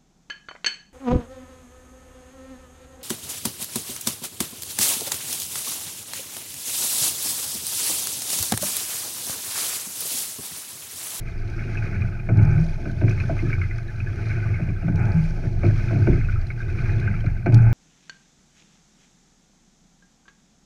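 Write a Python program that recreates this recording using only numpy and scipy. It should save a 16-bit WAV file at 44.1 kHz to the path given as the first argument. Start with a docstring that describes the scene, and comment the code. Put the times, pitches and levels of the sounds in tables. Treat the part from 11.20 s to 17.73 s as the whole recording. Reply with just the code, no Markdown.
"""A single scull on a calm river, heard from a cased camera on its stern deck. At first the boat glides:
the seat rumbles on its slide and bubbles resonate in the wake. At the catch, near 1.1 s, the oars knock
in their gates, exciting the modes of the hollow hull, and the blades splash, churn and shed humming
eddies. More knocks mark finish and feather while the wake plops and hisses. A second stroke, from 3.7 s,
finishes hard enough to jolt the camera, and a third begins at 6.3 s, just before the end."""
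import sys
import numpy as np
from scipy.fft import rfft, irfft, next_fast_len
from scipy.io import wavfile
from scipy.ndimage import uniform_filter1d, map_coordinates

SR = 44100
rng = np.random.default_rng(int(sys.argv[2]) if len(sys.argv) > 2 else 0)


def wav_record(signal):
    """Record a signal, one row per channel, as 16-bit PCM in the file named by sys.argv[1]."""
    frames = np.transpose(np.atleast_2d(signal))
    bounded = np.clip(frames, -1, 1)
    # unit amplitude maps onto the largest positive 16-bit level
    quanta = np.round(bounded * 32767).astype(np.int16)
    wavfile.write(sys.argv[1], SR, quanta)


N = 287973


def amp(db):
    """Amplitude ratio of a level in decibels."""
    return 10 ** (np.asarray(db) / 20)


def unit(x):
    """Normalisation to rms 1."""
    return x / np.sqrt(np.mean(x ** 2) + 1e-20)


def add(track, s, sound):
    """Superposition of a sound on the track at time s."""
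    start = max(round(s * SR), 0)
    track[start:start + len(sound)] += sound[:max(N - start, 0)]


def wobble(rate):
    """Random modulation: a spline through rate Gaussian knots a second."""
    knots = rng.standard_normal(int(N * rate / SR) + 4)
    return map_coordinates(knots, [np.arange(N) * rate / SR])


def swell(start, attack, hold, release):
    """Linear rise, hold, then exponential decay by 20 dB every release seconds."""
    coarse = np.arange(0, N, SR // 1000)
    age = coarse / SR - start
    shape = np.clip(age / attack, 0, 1) * amp(-20 * np.maximum(age - attack - hold, 0) / release)
    return np.interp(np.arange(N), coarse, shape)


def coloured(x, points):
    """Minimum-phase filtering by (frequency [Hz], gain [dB]) points, closing above the last."""
    size = 2 * next_fast_len((len(x) + SR // 4) // 2, real=True)
    hz, db = np.transpose([*points, (2 * points[-1][0], -120)])
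    gain_db = np.interp(np.log(np.fft.rfftfreq(size, 1 / SR) + 1), np.log(hz), db)
    cepstrum = irfft(np.log(amp(gain_db)))
    cepstrum[1:size // 2] *= 2  # folding the cepstrum makes the filter causal
    cepstrum[size // 2 + 1:] = 0
    return irfft(rfft(x, size) * np.exp(rfft(cepstrum)), size)[:len(x)]


def rush(points):
    """Spectrally shaped Gaussian noise of rms 1."""
    return unit(coloured(rng.standard_normal(N), points))


def drone(points, span):
    """Narrow-band noise beats quickly; its power is held steady over span seconds."""
    x = rush(points)
    power = np.abs(uniform_filter1d(x ** 2, max(int(span * SR), 1)))
    return x / np.sqrt(power + 1e-6)


def muffled(envelope, points):
    """Source and filter: noise bursts excite a body, which rings briefly after each."""
    white = rng.standard_normal(N)
    return coloured(envelope * white, points) / np.std(coloured(white, points))


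def bubble(t, hz, cycles, rise):
    """Minnaert resonance: trapped air rings, down to 1/e after cycles, sharpening near the surface."""
    age = t * hz / cycles
    phase = 2 * np.pi * hz * t * (1 + rise * np.minimum(age, 2) / 2)
    return np.sin(phase) * np.exp(-age) * (1 - np.exp(-t * hz))


def bubbles(count, hz, spread, cycles, size_db):
    """Incoherent sum of many weak bubbles and a few strong ones, at rms 1."""
    start = rng.integers(0, N, (count, 1))
    pitch = hz * np.exp(spread * rng.standard_normal((count, 1)))
    gain = amp(size_db * np.minimum(rng.exponential(size=(count, 1)), 4))
    k = np.arange(SR // 60)
    grains = gain * bubble(k / SR, pitch, cycles, rise=.015)
    return unit(np.bincount((start + k).ravel(), grains.ravel(), N)[:N])


def strays(count, db, hz, spread):
    """Uniformly scattered drops, as rows (time [s], level [dB], pitch [Hz])."""
    return [(when * N / SR, db + 6 * (size - .5), hz * np.exp(spread * (2 * pitch - 1)))
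            for when, size, pitch in rng.random((count, 3))]


# strokes, the first already under way:
# (catch time [s], entry splash [dB], drive strength [dB], finish strength [dB], slide strength [dB])
STROKES = [(-1.47, -32, 0, -2, -1.5), (1.0882, -31.5, -.5, 0, .5), (3.678, -35, -1.5, 2.5, 1.5),
           (6.261, -28, 0, 0, 0)]
def stroke_level(glide_db, swells, vigour=0):
    """Powers add: a steady glide plus drive, finish and slide swells; vigour weights their strengths."""
    power = amp(glide_db) ** 2
    for catch, _, *strength_db in STROKES:
        for (delay, attack, hold, release, db), extra_db in zip(swells, strength_db):
            if catch + delay < N / SR:
                surge = amp(db + vigour * extra_db) * swell(catch + delay, attack, hold, release)
                power = power + surge ** 2
    return np.sqrt(power)


def drive(bury_s=.04, load_s=.04, pull_s=.17, ease_s=.17):
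    """Load on the blades: it rises to 1 once they are buried, then eases to 0."""
    ages = (np.arange(N) / SR - bury_s - catch for catch, *_ in STROKES)
    return sum(np.clip(np.minimum(age / load_s, 1 - (age - pull_s) / ease_s), 0, 1) for age in ages)


# spray and foam, dulled by the camera case: (frequency [Hz], gain [dB])
FIZZ = [(1800, -40), (3000, 3), (3600, -1.5), (4150, 3.5), (4600, 2), (5600, 2.5), (6400, -0.5),
        (7200, -11), (8200, -17.5), (9300, -9), (10500, -17.5), (12000, -20.5), (15000, -38)]
# drops falling from the blades into the river: (time [s], level [dB], pitch [Hz])
RIVER_DROPS = [(1.894, -33, 5650), (2.0004, -39, 4100), (3.0849, -38.5, 4200), (4.463, -38.5, 4180),
               (5.213, -41, 4580), (5.268, -40, 4090), (6.0048, -39, 3100), (6.0593, -40, 4080),
               (6.2603, -40, 4200)]
# drops landing on deck and case: (time [s], level [dB])
DECK_DROPS = [(.299, -49), (.546, -48), (1.1704, -45), (1.23, -45), (1.249, -47), (1.411, -47), (1.44, -47),
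              (1.464, -46), (1.494, -48), (1.7135, -48), (1.912, -46), (2.5806, -45), (2.9577, -49),
              (3.757, -44), (3.8527, -45), (4.038, -46), (4.5775, -47), (5.7983, -42.5), (6.323, -45),
              (6.3429, -30)]
def spray():
    """Drop impact: each drop ticks as it lands, and on water it also traps a ringing bubble."""
    ticks, plinks, t = np.zeros(N), np.zeros(N), np.arange(SR // 20) / SR
    for s, db, hz in RIVER_DROPS + strays(count=14, db=-46, hz=4150, spread=.08):
        add(plinks, s, amp(db - 1) * (1 - np.exp(-t / .0007)) * bubble(t, hz, cycles=12, rise=0))
        add(ticks, s, amp(db - 6 - 60 * t / .03) * (1 - np.exp(-t / .002)))
    for s, db in DECK_DROPS:
        add(ticks, s, amp(db + 5 - 60 * t / .018) * (1 - np.exp(-t / .0015)))
    patter = unit(coloured(bubbles(count=3500, hz=9500, spread=.3, cycles=2.5, size_db=3), FIZZ))
    shower = sum(swell(catch + .08, attack=.04, hold=.28, release=.2) for catch, *_ in STROKES)
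    return plinks + muffled(ticks, FIZZ) + amp(-62) * shower * patter


# passband of the camera case: (frequency [Hz], gain [dB])
CASE_BAND = [(700, -62), (1050, -18.5), (1280, -6.5), (1400, -8), (1520, 1.5), (1650, -5.5), (1880, -12.5),
             (2100, -5.5), (2290, -4), (2490, -2.5), (2740, -21.5), (2810, -12.5), (2930, -34.5),
             (5000, -67)]
# bubbling and foam hiss: (delay after catch [s], attack [s], hold [s], release [s], level [dB])
BUBBLE_SWELLS = [(.03, .1, .14, .4, -42.5), (.72, .06, .45, .85, -44.6), (1.62, .36, .22, .5, -42.2)]
HISS_SWELLS = [(.08, .26, .08, 1.8, -60.7), (.74, .06, .34, 1.0, -58.3), (1.5, .48, .12, .6, -59.7)]
BUBBLE_GLIDE_DB, HISS_GLIDE_DB = -50.5, -67.3
def wake():
    """Bubble-cloud noise: clumps burst along the hull, babbling less while the blades pull; foam hisses."""
    clumps = wobble(28)
    swarm = unit(coloured(bubbles(count=3000, hz=1900, spread=.3, cycles=6, size_db=3.2), CASE_BAND))
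    babble_gain = stroke_level(BUBBLE_GLIDE_DB, BUBBLE_SWELLS, vigour=.5)
    babble_gain *= amp(.1 + 1.6 * clumps + .8 * wobble(70))
    babble = babble_gain * unit(swarm + amp(-1) * rush(CASE_BAND))
    plinks = bubbles(count=900, hz=4150, spread=.15, cycles=9, size_db=4)
    hiss_gain = stroke_level(HISS_GLIDE_DB, HISS_SWELLS) * amp(.9 + 1.2 * clumps + .9 * wobble(130))
    hiss = hiss_gain * (rush(FIZZ) + amp(-7.5) * plinks)
    return (1 - .58 * drive()) * babble + hiss


# the largest bubbles beside the stern: (time [s], level [dB], pitch [Hz], splash level [dB])
PLOPS = [(0.3919, -29, 2200, -41), (0.5718, -22, 2490, -35), (0.622, -29, 1550, -42),
         (0.739, -31, 1460, -44), (0.8185, -25, 2400, -39), (0.995, -34, 2380, -42),
         (1.879, -28, 2280, -36), (1.908, -26, 2470, -36), (1.9763, -29, 2180, -38),
         (2.0003, -22, 2480, -32), (2.19, -28, 2050, -38), (2.25, -32, 1660, -44), (2.329, -19, 2200, -31),
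         (2.415, -21, 2150, -33), (2.437, -28, 2020, -42), (2.5096, -26, 2020, -37),
         (2.583, -35, 1560, -37), (2.683, -33, 1680, -48), (2.802, -26, 2440, -42), (2.87, -28, 1630, -48),
         (3.106, -30, 2300, -42), (3.157, -31, 1530, -46), (3.228, -27, 1480, -42),
         (3.3412, -24, 2160, -39), (3.488, -29, 2400, -41), (4.9311, -28, 2200, -39),
         (5.0454, -30, 2480, -44), (5.086, -24.5, 1450, -43), (5.158, -29, 1300, -50),
         (5.303, -24, 2200, -34), (5.403, -24.5, 1550, -48), (5.5854, -28, 2345, -34),
         (5.657, -30, 1586, -36), (5.876, -21.5, 1520, -35), (5.9394, -31, 1350, -39),
         (6.0633, -31, 1423, -35)]
PLOP_GAP_S, PLOP_LOSS_DB = .009, 6.5  # from one bubble to the next
def plops():
    """Air entrainment: a wavelet closes with a splash and traps a bubble, then two weaker ones."""
    tones, splash, t = np.zeros(N), np.zeros(N), np.arange(SR // 10) / SR
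    onset = 1 - np.exp(-t / .0009)
    for s, db, hz, splash_db in PLOPS:
        add(tones, s, amp(db - .8) * onset * bubble(t, hz, cycles=12, rise=.02))
        for k, (late, detune) in enumerate(rng.uniform(-1, 1, (2, 2)), 1):
            ring = bubble(t, hz * (1 + .05 * detune), cycles=10, rise=.02)
            add(tones, s + PLOP_GAP_S * (k + .3 * late), amp(db - PLOP_LOSS_DB * k) * onset * ring)
        add(splash, s, amp(splash_db - 60 * t / .06))
    return tones + muffled(splash, CASE_BAND)


# rush behind a blade, gurgle through the hull, hull panels: (frequency [Hz], gain [dB])
WHOOSH = [(350, -43.5), (560, -6.5), (700, -3), (780, -5.5), (855, 3.5), (940, -13), (1060, -20),
          (1280, -5), (1400, -4.5), (1530, 4.5), (1680, -7.5), (1880, -14.5), (2310, -4.5), (2480, -5),
          (2760, -26), (4500, -69.5)]
CHURN = [(300, -55.5), (510, -11.5), (585, -1.5), (625, -5), (675, 3.5), (730, -2.5), (790, -7), (855, 0.5),
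         (940, -15), (1100, -13.5), (1800, -65.5)]
PANELS = [(120, -66.5), (215, -4.5), (255, 0), (305, -5.5), (345, 4.5), (410, -4.5), (500, -13), (900, -72)]
# churning and wavelet slap: (delay after catch [s], attack [s], hold [s], release [s], level [dB])
CHURN_SWELLS = [(.02, .07, .13, 1.4, -46.7), (.72, .07, .35, .4, -50.5), (1.65, .42, .12, .55, -48.5)]
SLAP_SWELLS = [(0.0, .06, .2, .25, -40.5), (.45, .1, .7, .3, -44), (1.65, .25, .33, .22, -43)]
CHURN_GLIDE_DB, SLAP_GLIDE_DB = -55, -49
def blades():
    """Flow noise: each blade slaps in and drags a hollow rush; wavelets gurgle and slap at the shell."""
    entry = sum(amp(db) * swell(s, attack=.002, hold=0, release=.033) for s, db, *_ in STROKES)
    pull = drive() * stroke_level(BUBBLE_GLIDE_DB, BUBBLE_SWELLS) * amp(3.8 + wobble(25))
    gurgle = unit(coloured(bubbles(count=1500, hz=703.5, spread=.35, cycles=4.4, size_db=2.4), CHURN))
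    churn = stroke_level(CHURN_GLIDE_DB, CHURN_SWELLS) * unit(gurgle + .95 * rush(CHURN))
    slap_gain = stroke_level(SLAP_GLIDE_DB, SLAP_SWELLS) * amp(1.2 + 1.5 * wobble(12))
    slap = slap_gain * drone(PANELS, span=.12)
    return muffled(entry + pull, WHOOSH) + churn + slap


# eddies behind the blades: (time [s], hold [s], pitch [Hz], level [dB])
EDDIES = [(1.205, .08, 113, -17), (1.23, .09, 150, -22), (1.345, .035, 160, -19), (3.935, .03, 159, -16.5),
          (6.322, .085, 113, -9)]
def eddies():
    """Vortex shedding: eddies peel off a loaded blade at a wavering rate and make the oar hum."""
    out = np.zeros(N)
    for s, hold, hz, db in EDDIES:
        shedding_hz = hz * (1 + .02 * wobble(45))
        hum = unit(np.sin(2 * np.pi * np.cumsum(shedding_hz) / SR))
        out += amp(db + 1.5 * wobble(40)) * swell(s, attack=.03, hold=hold, release=.14) * hum
    return out


# lowest resonances of the shell; oar shafts and riggers: (frequency [Hz], gain [dB])
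SHELL = [(40, -59), (76, -26), (87, 1), (98, -6.5), (112, 3), (128, -10.5), (150, -16.5), (260, -81.5)]
SHAFTS = [(90, -69), (135, -15.5), (152, -1), (164, -3.5), (180, -15), (200, -6.5), (222, -21.5),
          (400, -81)]
# seat rumble and shaft drone: (delay after catch [s], attack [s], hold [s], release [s], level [dB])
RUMBLE_SWELLS = [(0.0, .08, .13, .3, -19.3), (.62, .08, .7, .6, -25.7), (1.7, .25, .42, .3, -23.8)]
SHAFT_SWELLS = [(-.03, .04, .1, .35, -27), (.48, .1, .62, .4, -37), (1.75, .45, .15, .25, -35)]
RUMBLE_GLIDE_DB, SHAFT_GLIDE_DB = -30.5, -42.5
def hull():
    """Forced vibration: the rolling seat and the loaded oars keep the shell droning."""
    rumble = amp(2.2 * wobble(12) - 1.4) * drone(SHELL, span=.07)
    shafts = amp(1.8 * wobble(12)) * drone(SHAFTS, span=.068)
    return (stroke_level(RUMBLE_GLIDE_DB, RUMBLE_SWELLS, vigour=1) * rumble
            + stroke_level(SHAFT_GLIDE_DB, SHAFT_SWELLS, vigour=.3) * shafts)


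# shaking of the camera mount: (time [s], level [dB])
SWAY = [(0.0, -29), (1.05, -32), (1.28, -22), (1.81, -31), (2.46, -27), (2.7, -35), (4.6, -23), (4.83, -39),
        (4.89, -19.5), (5.19, -22.5), (5.34, -34), (5.74, -24), (5.88, -32), (6.12, -24), (6.23, -34),
        (6.5, -20)]
# response of the mount: (frequency [Hz], gain [dB])
MOUNT = [(8, -29), (18, 0), (26, -2), (36, -7), (45, -10), (70, -2), (100, -31), (200, -110)]
def mount_sway(resonance_hz=26.3):
    """Base excitation: the boat shakes the camera mount around its low resonance."""
    sway_db = np.interp(np.arange(N) / SR, *np.transpose(SWAY))
    shake = unit(np.sin(2 * np.pi * np.cumsum(resonance_hz + 1.5 * wobble(9)) / SR))
    return amp(sway_db - .5 + .6 * wobble(9)) * (shake + amp(-4.5) * rush(MOUNT))


# the hardest knocks reaching the mount: (time [s], level [dB])
JOLTS = [(4.872, -16), (4.922, -20)]
def jolts(hz=60, t60=.3):
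    """Damped free vibration: a hard knock makes the camera thud on its mount."""
    out, t = np.zeros(N), np.arange(SR // 2) / SR
    for s, db in JOLTS:
        add(out, s, amp(db - 60 * t / t60) * (1 - np.exp(-t / .004)) * np.sin(2 * np.pi * hz * t))
    return out


# resonance of the oar's plastic collar: (frequency [Hz], gain [dB])
COLLAR = [(300, -51), (500, -10), (580, -2.5), (665, 1.5), (740, -7), (830, -15.5), (1100, -22),
          (1800, -69.5)]
BOUNCE_S, BOUNCE_LOSS_DB = .017, 7  # from one bounce to the next
def rattle(knocks):
    """Inelastic rebound: the loose collar bounces on the gate at each knock, and the panels shudder."""
    clack, crack, shudder, t = np.zeros(N), np.zeros(N), np.zeros(N), np.arange(SR // 4) / SR
    for s, _, _, knock_db, clack_db, crack_db in knocks:
        add(shudder, s, amp(knock_db - 16 - 60 * t / .25) * (1 - np.exp(-t / .006)))
        add(clack, s, amp(clack_db - 17.5 - 60 * t / .3))
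        for k, late in enumerate(rng.uniform(-.4, .4, 4)):
            when = s + BOUNCE_S * (k + late * (k > 0))
            loss_db = BOUNCE_LOSS_DB * k
            add(clack, when, amp(clack_db - 7 - loss_db - 60 * t / .035))
            add(crack, when, amp(crack_db - 5 - loss_db - 60 * t / .04) * (1 - np.exp(-t / .0012)))
    return muffled(clack, COLLAR) + muffled(crack, CASE_BAND) + muffled(shudder, PANELS)


# modes of hull and riggers: (frequency [Hz], level [dB], 60 dB decay time [s])
HULL_MODES = [(86, -14, .28), (109.97, -4, .28), (133.9, -8, 0.33), (161.4, -9, 0.33), (199.3, -12, 0.2),
              (259.7, -12, 0.18), (288, -6.5, 0.23), (349, -4, 0.15), (389, -7.5, .12), (456, -13, 0.11),
              (578, -9, 0.069), (621.5, -7, .055), (669.7, -3, 0.07), (894, -21, 0.091),
              (1292, -9.5, 0.016), (1512, -5, .05), (2275, -7.5, .04), (2444, -17, .03)]
# centres of the five registers, boom to crack: (frequency [Hz])
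REGISTERS_HZ = [112, 165, 330, 660, 1700]
# oars striking their gates: (time [s], boom [dB], drone [dB], knock [dB], clack [dB], crack [dB])
KNOCKS = [(1.088, -10, -10, -20.5, -23.5, -28), (1.162, -6, -14, -22, -41, -52),
          (1.191, -4, -12, -27, -40, -29.5), (1.654, -26, -24, -24.5, -31.5, -30),
          (1.735, -13, -28, -40, -50, -55), (1.812, -7, -12, -20, -24.5, -27.5),
          (1.834, -14, -18, -15, -40, -43), (1.879, -18, -24, -25, -40, -30),
          (2.094, -26, -19, -26, -21, -50), (2.218, -19, -14, -22.5, -39, -43),
          (2.255, -24, -22, -26, -42, -50), (3.395, -13, -10, -30, -33, -34),
          (3.478, -22, -18, -31, -38, -45), (3.626, -20, -9.5, -30, -38, -55),
          (3.68, -19, -13, -27, -33, -40), (4.166, -30, -30, -36, -34, -55),
          (4.236, -15, -22, -24, -35, -35), (4.432, -8, -14, -18, -20.5, -25),
          (4.452, -6, -16, -22, -34, -33), (4.55, -13, -32, -42, -45, -55),
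          (4.594, -22, -34, -40, -38, -33), (4.706, -14, -20, -25, -24.5, -31),
          (4.727, -9, -13, -19, -42, -41), (4.757, -16, -20, -25, -33, -34),
          (4.785, -10, -20, -26, -45, -50), (4.815, -11, -22, -29, -48, -55),
          (4.869, -10, -11, -8.5, -18, -25), (4.912, -6, -21, -17, -40, -50),
          (4.962, -15, -26, -28, -48, -55), (6.04, -15, -18, -28, -35, -36),
          (6.259, -9, -6, -20, -18.5, -23), (6.322, -9, -10, -17.5, -30, -30)]
def gates():
    """Modal ringing with dispersion: after each knock, bending waves bring the treble before the boom."""
    out, t = np.zeros(N), np.arange(SR // 2) / SR
    for s, *strength_db in KNOCKS:
        for hz, db, t60 in HULL_MODES:
            shape = (1 - np.exp(-t * hz / 1.27)) ** 2 * amp(-60 * t / t60)
            force_db = np.interp(np.log(hz), np.log(REGISTERS_HZ), strength_db) + rng.normal(0, 2.0)
            ring = shape / shape.max() * np.sin(2 * np.pi * hz * rng.normal(1, .011) * t)
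            add(out, s + .7 / hz, amp(force_db + db - 2) * ring)  # each mode starts 0.7 cycle late
    return out


def scene():
    """Free-field superposition of boat and water, close by, in one channel."""
    boat = gates() + rattle(KNOCKS) + jolts() + hull() + mount_sway()
    return (boat + eddies() + blades() + wake() + plops() + spray())[None]


# the camera's own hiss: (frequency [Hz], gain [dB])
SELF_NOISE = [(500, -1.5), (9000, 1.5), (13500, -2.5), (15500, -20)]
BAND_LIMIT_HZ = 15100
def record(dry):
    """Self-noise and band limiting: the camera adds a faint hiss and cuts the highest treble."""
    size = next_fast_len(N + SR // 4)
    heard = dry + amp(-72.5) * rush(SELF_NOISE)
    passband = np.fft.rfftfreq(size, 1 / SR) < BAND_LIMIT_HZ
    return irfft(rfft(heard, size) * passband, size)[:, :N]


dry = scene()
out = record(dry)
wav_record(out)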